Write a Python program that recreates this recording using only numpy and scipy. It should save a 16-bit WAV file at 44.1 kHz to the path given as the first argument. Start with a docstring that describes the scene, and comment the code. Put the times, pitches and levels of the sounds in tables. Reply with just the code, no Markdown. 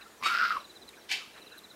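"""Leopard cub in dry grass

A cub cries: a rush of air and a short thin note give way to a rattle, as its throat flaps
unevenly and makes its mouth ring. Then it forces out air in a short hiss. A distant bird
repeats falling chirps, another whistles faintly, dry stalks tick and the bush echoes weakly."""
import sys
import numpy as np
from scipy import signal
from scipy.fft import rfft, irfft, next_fast_len
from scipy.io import wavfile
from scipy.ndimage import uniform_filter1d, map_coordinates

SR = 44100
rng = np.random.default_rng(int(sys.argv[2]) if len(sys.argv) > 2 else 0)


def generate_wav(sig):
    """Save sig (samples, or channels by samples) to the path in sys.argv[1] as 16-bit PCM at SR."""
    pcm = np.round(np.clip(np.atleast_2d(sig).T, -1, 1) * 32767).astype(np.int16)
    wavfile.write(sys.argv[1], SR, pcm)


N = 77175
T = np.arange(N) / SR

# loudness of the rattle (time [s], mouth ring level [dB], rasp level [dB])
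RATTLE_LEVELS = [(.205, -59, -75), (.235, -50, -45.5), (.265, -26.5, -63), (.295, -34.5, -47),
                 (.32, -28, -44.5), (.36, -29.5, -38), (.41, -26.5, -39.5), (.448, -24, -36.5),
                 (.486, -35.5, -41.5), (.503, -35.5, -38), (.515, -25, -41), (.535, -35, -49),
                 (.572, -34.5, -56), (.588, -48.5, -69), (.62, -82, -74)]
# the mouth rings higher as it opens and lower as it closes (time [s], frequency [Hz])
MOUTH_PITCH = [(.21, 1060), (.24, 1150), (.27, 1280), (.32, 1360), (.38, 1410), (.45, 1390), (.52, 1370),
               (.55, 1230), (.572, 1130)]
# tone colour of the rasp (frequency [Hz], level [dB])
RASP_COLOUR = [(30, -58), (140, -27), (210, -13), (300, -15.5), (830, -5), (1000, -19), (1700, -19),
               (2030, 10), (2250, 3), (2830, 3), (3100, -3), (4300, -1), (4850, 0.5), (5400, -3.5),
               (6500, -22.5), (11000, -53)]
# hard catches of the throat (time [s], ring level [dB], click level [dB])
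CATCHES = [(.2137, -40, -38), (.2263, -27.5, -25), (.2368, -28, -25), (.2605, -26, -27), (.3005, -22, -22),
           (.316, -23, -30), (.3495, -19.5, -25), (.3628, -24, -26), (.386, -29, -18.5), (.3978, -36, -19),
           (.4066, -19, -30), (.4315, -22, -23), (.4655, -24, -23), (.5065, -20.5, -24), (.568, -25, -29)]
# loudness of the thin note (time [s], level [dB])
NOTE_LEVELS = [(.23, -70), (.248, -36), (.264, -29.5), (.283, -39), (.305, -50), (.33, -80)]
# the pure tones in that note (multiple of its pitch, level [dB])
NOTE_HARMONICS = [(1, -18), (2, -16), (3, -1), (4, -12), (5, 0), (6, -1.5), (7, -10), (9, -22), (10, -18),
                  (11, -17)]
# loudness of the breath in the cry (time [s], level [dB])
BREATH_LEVELS = [(.222, -55), (.237, -35.5), (.25, -36.5), (.268, -29.5), (.29, -32), (.32, -38),
                 (.38, -45.5), (.56, -49.5), (.64, -66)]
# tone colour of that breath (frequency [Hz], level [dB])
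BREATH_COLOUR = [(30, -103), (70, -51), (170, -11.5), (500, -11), (850, -14), (1200, -2), (1900, -4),
                 (2400, 6.5), (3000, 1), (3500, -5), (5000, -9), (6000, -13.5), (8200, -18), (10000, -23),
                 (13000, -23), (15500, -36)]
# grunts with the mouth nearly shut (middle [s], length [s], frequency [Hz], width [Hz], level [dB])
GRUNTS = [(.228, .04, 220, 220, -55.5), (.57, .06, 330, 450, -55.5), (.6, .06, 650, 220, -58.5)]
# loudness of the hiss (time [s], level [dB])
HISS_LEVELS = [(1.078, -72), (1.088, -52), (1.095, -41.5), (1.11, -35.5), (1.119, -29.5), (1.135, -32.5),
               (1.16, -38.5), (1.19, -44), (1.24, -55), (1.32, -63), (1.4, -62)]
# tone colour of the hiss (frequency [Hz], level [dB])
HISS_COLOUR = [(100, -40), (400, -20), (640, -27), (760, -9), (1000, -12.5), (1350, -29), (1550, -2.5),
               (1850, -8), (2130, -1), (2750, 1.5), (3300, -2.5), (4000, -4), (5200, -9), (7500, -20.5),
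               (10500, -25), (15500, -46)]
# extra treble when the hiss is strongest (frequency [Hz], level [dB])
SIZZLE_COLOUR = [(2500, -49), (5000, -1), (6500, 10), (9000, -3), (11500, -3), (12500, -6), (13500, -3),
                 (15500, -22)]
# narrow ringing tones in the hiss (frequency [Hz], width [Hz], level [dB])
HISS_TONES = [(1981, 30, -11), (2331, 40, -2.5), (3025, 42, -3), (3610, 25, -11), (4160, 20, -11),
              (4590, 50, -11), (5170, 60, -9.5), (12400, 60, -24)]
# first bird's chirps (start [s], level [dB])
CHIRPS = [(.009, -48), (0.593, -50), (0.635, -47.5), (0.691, -48.5), (.752, -47.5), (.813, -48.5),
          (.873, -45.5), (.95, -58.5), (1.006, -56.5), (1.328, -56.5), (1.366, -53), (1.41, -50.5),
          (1.459, -49), (1.512, -48.5), (1.57, -47.5), (1.632, -48), (1.696, -48.5)]
# second bird's whistles (start [s], length [s], first pitch [Hz], last pitch [Hz], level [dB])
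WHISTLES = [(.085, .07, 6550, 6850, -65), (0.165, 0.065, 6700, 5600, -63), (.585, .035, 6200, 5500, -62),
            (0.643, .07, 6440, 6850, -65.5), (.785, .055, 5670, 5000, -65.5),
            (.963, .058, 6800, 5450, -63.5), (1.415, .045, 6400, 5600, -62)]
# faint swells of narrow noise: far calls, the low tail of the hiss and its lingering echo
# (middle [s], length [s], frequency [Hz], width [Hz], level [dB])
FAINT_SWELLS = [(0.01, 0.087, 1510, 685, -55.5), (0.017, 0.031, 2550, 605, -55.5),
                (0.071, 0.028, 1330, 100, -49.5), (0.116, 0.44, 1804, 29.6, -64.5),
                (0.94, 0.034, 2360, 590, -57.5), (0.984, 0.038, 1570, 298, -57),
                (1.225, .13, 1230, 330, -56), (1.373, 0.072, 1610, 1320, -53),
                (1.546, 0.082, 1596, 296, -54), (1.464, 0.36, 2730, 405, -62.5)]
# ticks of dry stalks (time [s], level [dB], frequency [Hz], width [Hz])
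STALK_TICKS = [(0.8905, -40, 5200, 8000), (1.5824, -43, 11900, 6000), (1.5905, -45.5, 7500, 12000)]
# tone colour of the open air (frequency [Hz], level [dB])
AIR_COLOUR = [(25, -30), (50, -12), (137, -11), (228, -3.5), (270, -4.5), (330, -.7), (450, -1.3),
              (560, -5), (1000, -7.5), (1550, -8), (2100, -12), (2900, -14.5), (3950, -12), (4700, -16.5),
              (7500, -18), (13000, -22), (15700, -26)]
# how long the bush echoes (frequency [Hz], time to fade by 60 dB [s])
ECHO_FADE = [(200, 0.21), (1400, 0.26), (3000, 0.45), (6000, 0.46), (14000, 0.23)]


def cry():
    """A rush of air and a thin note give way to the rattle; low grunts open and close the cry."""
    breath_db, = curves(BREATH_LEVELS)
    return rattle() + thin_note() + airflow(breath_db, BREATH_COLOUR, rough_db=2) + noise_swells(GRUNTS)


def rattle(flap_hz=218, puff_s=.0011):
    """The throat flaps unevenly; each flap snaps, rings the mouth low and high and hums in the chest."""
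    ring_db, rasp_db = curves(RATTLE_LEVELS)
    opening_hz, = curves(MOUTH_PITCH, outside=None)
    mouth_hz = opening_hz * (1 + .022 * wobble(120))
    gap_luck, flap_luck, snap_luck = rng.standard_normal((700, 3)).T
    flap_samples = (np.cumsum(np.exp(.14 * gap_luck)) / flap_hz * SR).astype(int)
    flaps = np.bincount(flap_samples, amp(2.6 * flap_luck), N)[:N]  # one spike for each flap
    snaps = np.bincount(flap_samples, amp(2.7 * snap_luck), N)[:N]
    puff_fades = signal.lfilter([1], [1, -np.exp(-1 / (puff_s * SR))], snaps)
    puffs = unit(puff_fades * rng.standard_normal(N))
    ring = mouth(flaps, mouth_hz, width_hz=90)
    ring /= np.sqrt(np.abs(uniform_filter1d(ring ** 2, size=800)) + 1e-9)  # even out the loudness
    rasp = coloured(unit(snaps - snaps.mean()) + .5 * puffs, RASP_COLOUR)
    chest = unit(resonate(resonate(flaps, flap_hz, width_hz=32), flap_hz, width_hz=64))
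    fizz_hz = 9.5 * opening_hz  # a thin high ring that rises and falls with the mouth
    fizz = unit(resonate(resonate(puffs, fizz_hz, width_hz=1100), fizz_hz, width_hz=1100))
    effort = amp(.29 * (rasp_db - rasp_db.max()))  # gently follows the rasp
    undertones = effort * (amp(-60.5) * chest + amp(-64) * fizz)
    return amp(ring_db) * ring + amp(rasp_db) * rasp + undertones + throat_catches(mouth_hz)


def mouth(pulses, hz, width_hz):
    """The hollow of the mouth rings at one pitch; a second, wider filter trims the sound around it."""
    return resonate(resonate(pulses, hz, width_hz), hz, width_hz=500)


def throat_catches(mouth_hz):
    """Each hard catch of the throat clicks and makes the mouth ring."""
    times, ring_db, click_db = np.transpose(CATCHES)
    samples = np.round(times * SR).astype(int)
    jolts = np.bincount(samples, amp(ring_db), N)
    clicks = np.bincount(samples, amp(click_db), N)
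    ring = mouth(jolts, mouth_hz, width_hz=130)
    ring *= 3 * np.pi * 500 / SR  # offsets the boost of the mouth's 500 Hz wide filter
    return ring + coloured(clicks, RASP_COLOUR) * np.std(clicks)


def thin_note(pitch_hz=754.3, jitter=.003):
    """For a moment the vocal folds hold a clean high pitch."""
    level_db, = curves(NOTE_LEVELS)
    phase = phase_of(pitch_hz * (1 + jitter * wobble(145.4)))
    return amp(level_db) * unit(sum(amp(db) * np.sin(round(k) * phase) for k, db in NOTE_HARMONICS))


def hiss():
    """A spat hiss: rushing air with narrow ringing tones in it, brighter with more force."""
    hiss_db, = curves(HISS_LEVELS)
    peak_db = hiss_db.max()
    force_db = hiss_db - peak_db  # 0 at the loudest moment, negative elsewhere
    tones = sum(amp(db) * np.sin(2 * np.pi * hz * T + wobble(2 * width_hz))
                for hz, width_hz, db in HISS_TONES)
    rush = airflow(hiss_db, HISS_COLOUR, rough_db=1.5)
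    sizzle = airflow(peak_db - 14.5 + 1.26 * force_db, SIZZLE_COLOUR, rough_db=8.5)
    return amp(peak_db + 1.3 * force_db) * tones + rush + sizzle


def airflow(level_db, colour, rough_db):
    """Air swirls through the open mouth: noise with a fast flicker in loudness."""
    return amp(level_db) * coloured(rng.standard_normal(N) * amp(rough_db * wobble(400)), colour)


def chirping_bird(length_s=.031, first_hz=4090, fall_hz=780):
    """Short pure chirps that bend downwards."""
    out = np.zeros(N)
    for start, db in CHIRPS:
        progress, swell = arch(start, length_s)
        out += amp(db) * swell ** 1.5 * np.sin(phase_of(first_hz - fall_hz * progress ** 2.5))
    return out


def whistling_bird(flutter_db=2.5):
    """Thin, fluttering whistles that slide up or down."""
    out = np.zeros(N)
    flutter = amp(flutter_db * wobble(160))
    pitch_blur = .68 * wobble(380)
    for start, length, first_hz, last_hz, db in WHISTLES:
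        progress, swell = arch(start, length)
        pitch_hz = last_hz + (first_hz - last_hz) * (1 - progress) ** 2.5
        out += amp(db) * swell * flutter * np.sin(phase_of(pitch_hz) + pitch_blur)
    return out


def stalks(fade_s=.001):
    """Dry grass snaps in tiny bursts of noise."""
    return sum(amp(db) * (T >= start) * np.exp(-np.abs(T - start) / fade_s) * noise_band(hz, width_hz)
               for start, db, hz, width_hz in STALK_TICKS)


def bush_echo(sound):
    """The bush scatters sound back, each frequency fading at its own speed."""
    hz, times, spectrum = signal.stft(rng.standard_normal(SR), SR, nperseg=256)
    fade = amp(-60 * times / value_at(ECHO_FADE, hz)[:, None])
    tail = signal.istft(spectrum * fade, SR, nperseg=256)[1]
    return signal.fftconvolve(sound, tail / np.linalg.norm(tail))[:N]


def open_air(level_db=-55.5, patchy_db=1.2):
    """Quiet outdoor noise with slightly louder and softer patches."""
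    spectrum = signal.stft(rng.standard_normal(N), nperseg=512)[2]
    patches = uniform_filter1d(rng.standard_normal(spectrum.shape), size=6, axis=0)  # smooth in pitch
    patches = uniform_filter1d(patches, size=12, axis=1)  # and in time
    noise = signal.istft(spectrum * amp(patchy_db * unit(patches)), nperseg=512)[1][:N]
    return amp(level_db) * coloured(noise, AIR_COLOUR)


def amp(db):
    """Turn decibels into a factor to multiply by."""
    return 10 ** (np.asarray(db) / 20)


def unit(sound):
    """Scale to an average strength (rms) of 1."""
    return sound / np.sqrt(np.mean(sound ** 2) + 1e-20)


def value_at(table, hz):
    """Read between the rows of a frequency table, on a logarithmic scale."""
    row_hz, values = np.transpose(table)
    return np.interp(np.log(hz + 1), np.log(row_hz + 1), values)


def curves(table, outside=-120):
    """One curve over time for each value column; outside=None holds the end values."""
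    times, *columns = np.transpose(table)
    return [np.interp(T, times, column, outside, outside) for column in columns]


def wobble(rate):
    """A smooth curve through `rate` random values a second."""
    return map_coordinates(rng.standard_normal(4000), [T * rate], mode="wrap")


def phase_of(hz):
    """The angle a wave has turned through as its pitch moves."""
    return 2 * np.pi * np.cumsum(hz) / SR


def arch(start, length):
    """Progress from 0 to 1 through a note, and its rounded rise and fall."""
    progress = np.clip((T - start) / length, 0, 1)
    return progress, np.sin(np.pi * progress)


def coloured(sound, colour):
    """Give a sound a tone colour, at strength 1."""
    size = 2 * next_fast_len(N)
    gains = amp(value_at(colour, np.fft.rfftfreq(size, 1 / SR)))
    cepstrum = irfft(np.log(gains))
    cepstrum[1:size // 2] *= 2  # fold it so the filter rings after a click, never before
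    cepstrum[size // 2 + 1:] = 0
    return unit(irfft(rfft(sound, size) * np.exp(rfft(cepstrum)))[:N])


def resonate(sound, hz, width_hz):
    """Ring at a pitch that may move; a narrower width rings longer."""
    turn = np.exp(1j * phase_of(hz * np.ones(N)))
    return (turn * signal.lfilter([1], [1, -np.exp(-np.pi * width_hz / SR)], sound / turn)).real


def noise_band(hz, width_hz):
    """Noise around one frequency, at strength 1."""
    bell = np.exp(-2 * ((np.fft.rfftfreq(N, 1 / SR) - hz) / width_hz) ** 2)
    return unit(irfft(rfft(rng.standard_normal(N)) * bell, N))


def noise_swells(table):
    """Bands of noise that rise and fade, one for each row."""
    return sum(amp(db) * arch(middle - length / 2, length)[1] * noise_band(hz, width_hz)
               for middle, length, hz, width_hz, db in table)


def scene():
    """The cub and grass with a weak echo, birds and faint swells with a weaker one, and open air."""
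    near = cry() + hiss() + stalks()
    background = chirping_bird() + whistling_bird() + noise_swells(FAINT_SWELLS)
    echoes = amp(-11) * bush_echo(near) + amp(-16.5) * bush_echo(background)
    return (near + background + echoes + open_air())[None]


def record(dry, top_hz=15830):
    """Cut away the very highest treble."""
    size = 2 * next_fast_len(N)
    kept = np.fft.rfftfreq(size, 1 / SR) < top_hz
    return irfft(rfft(dry, size) * kept, size)[:, :N]


dry = scene()
out = record(dry)
generate_wav(out)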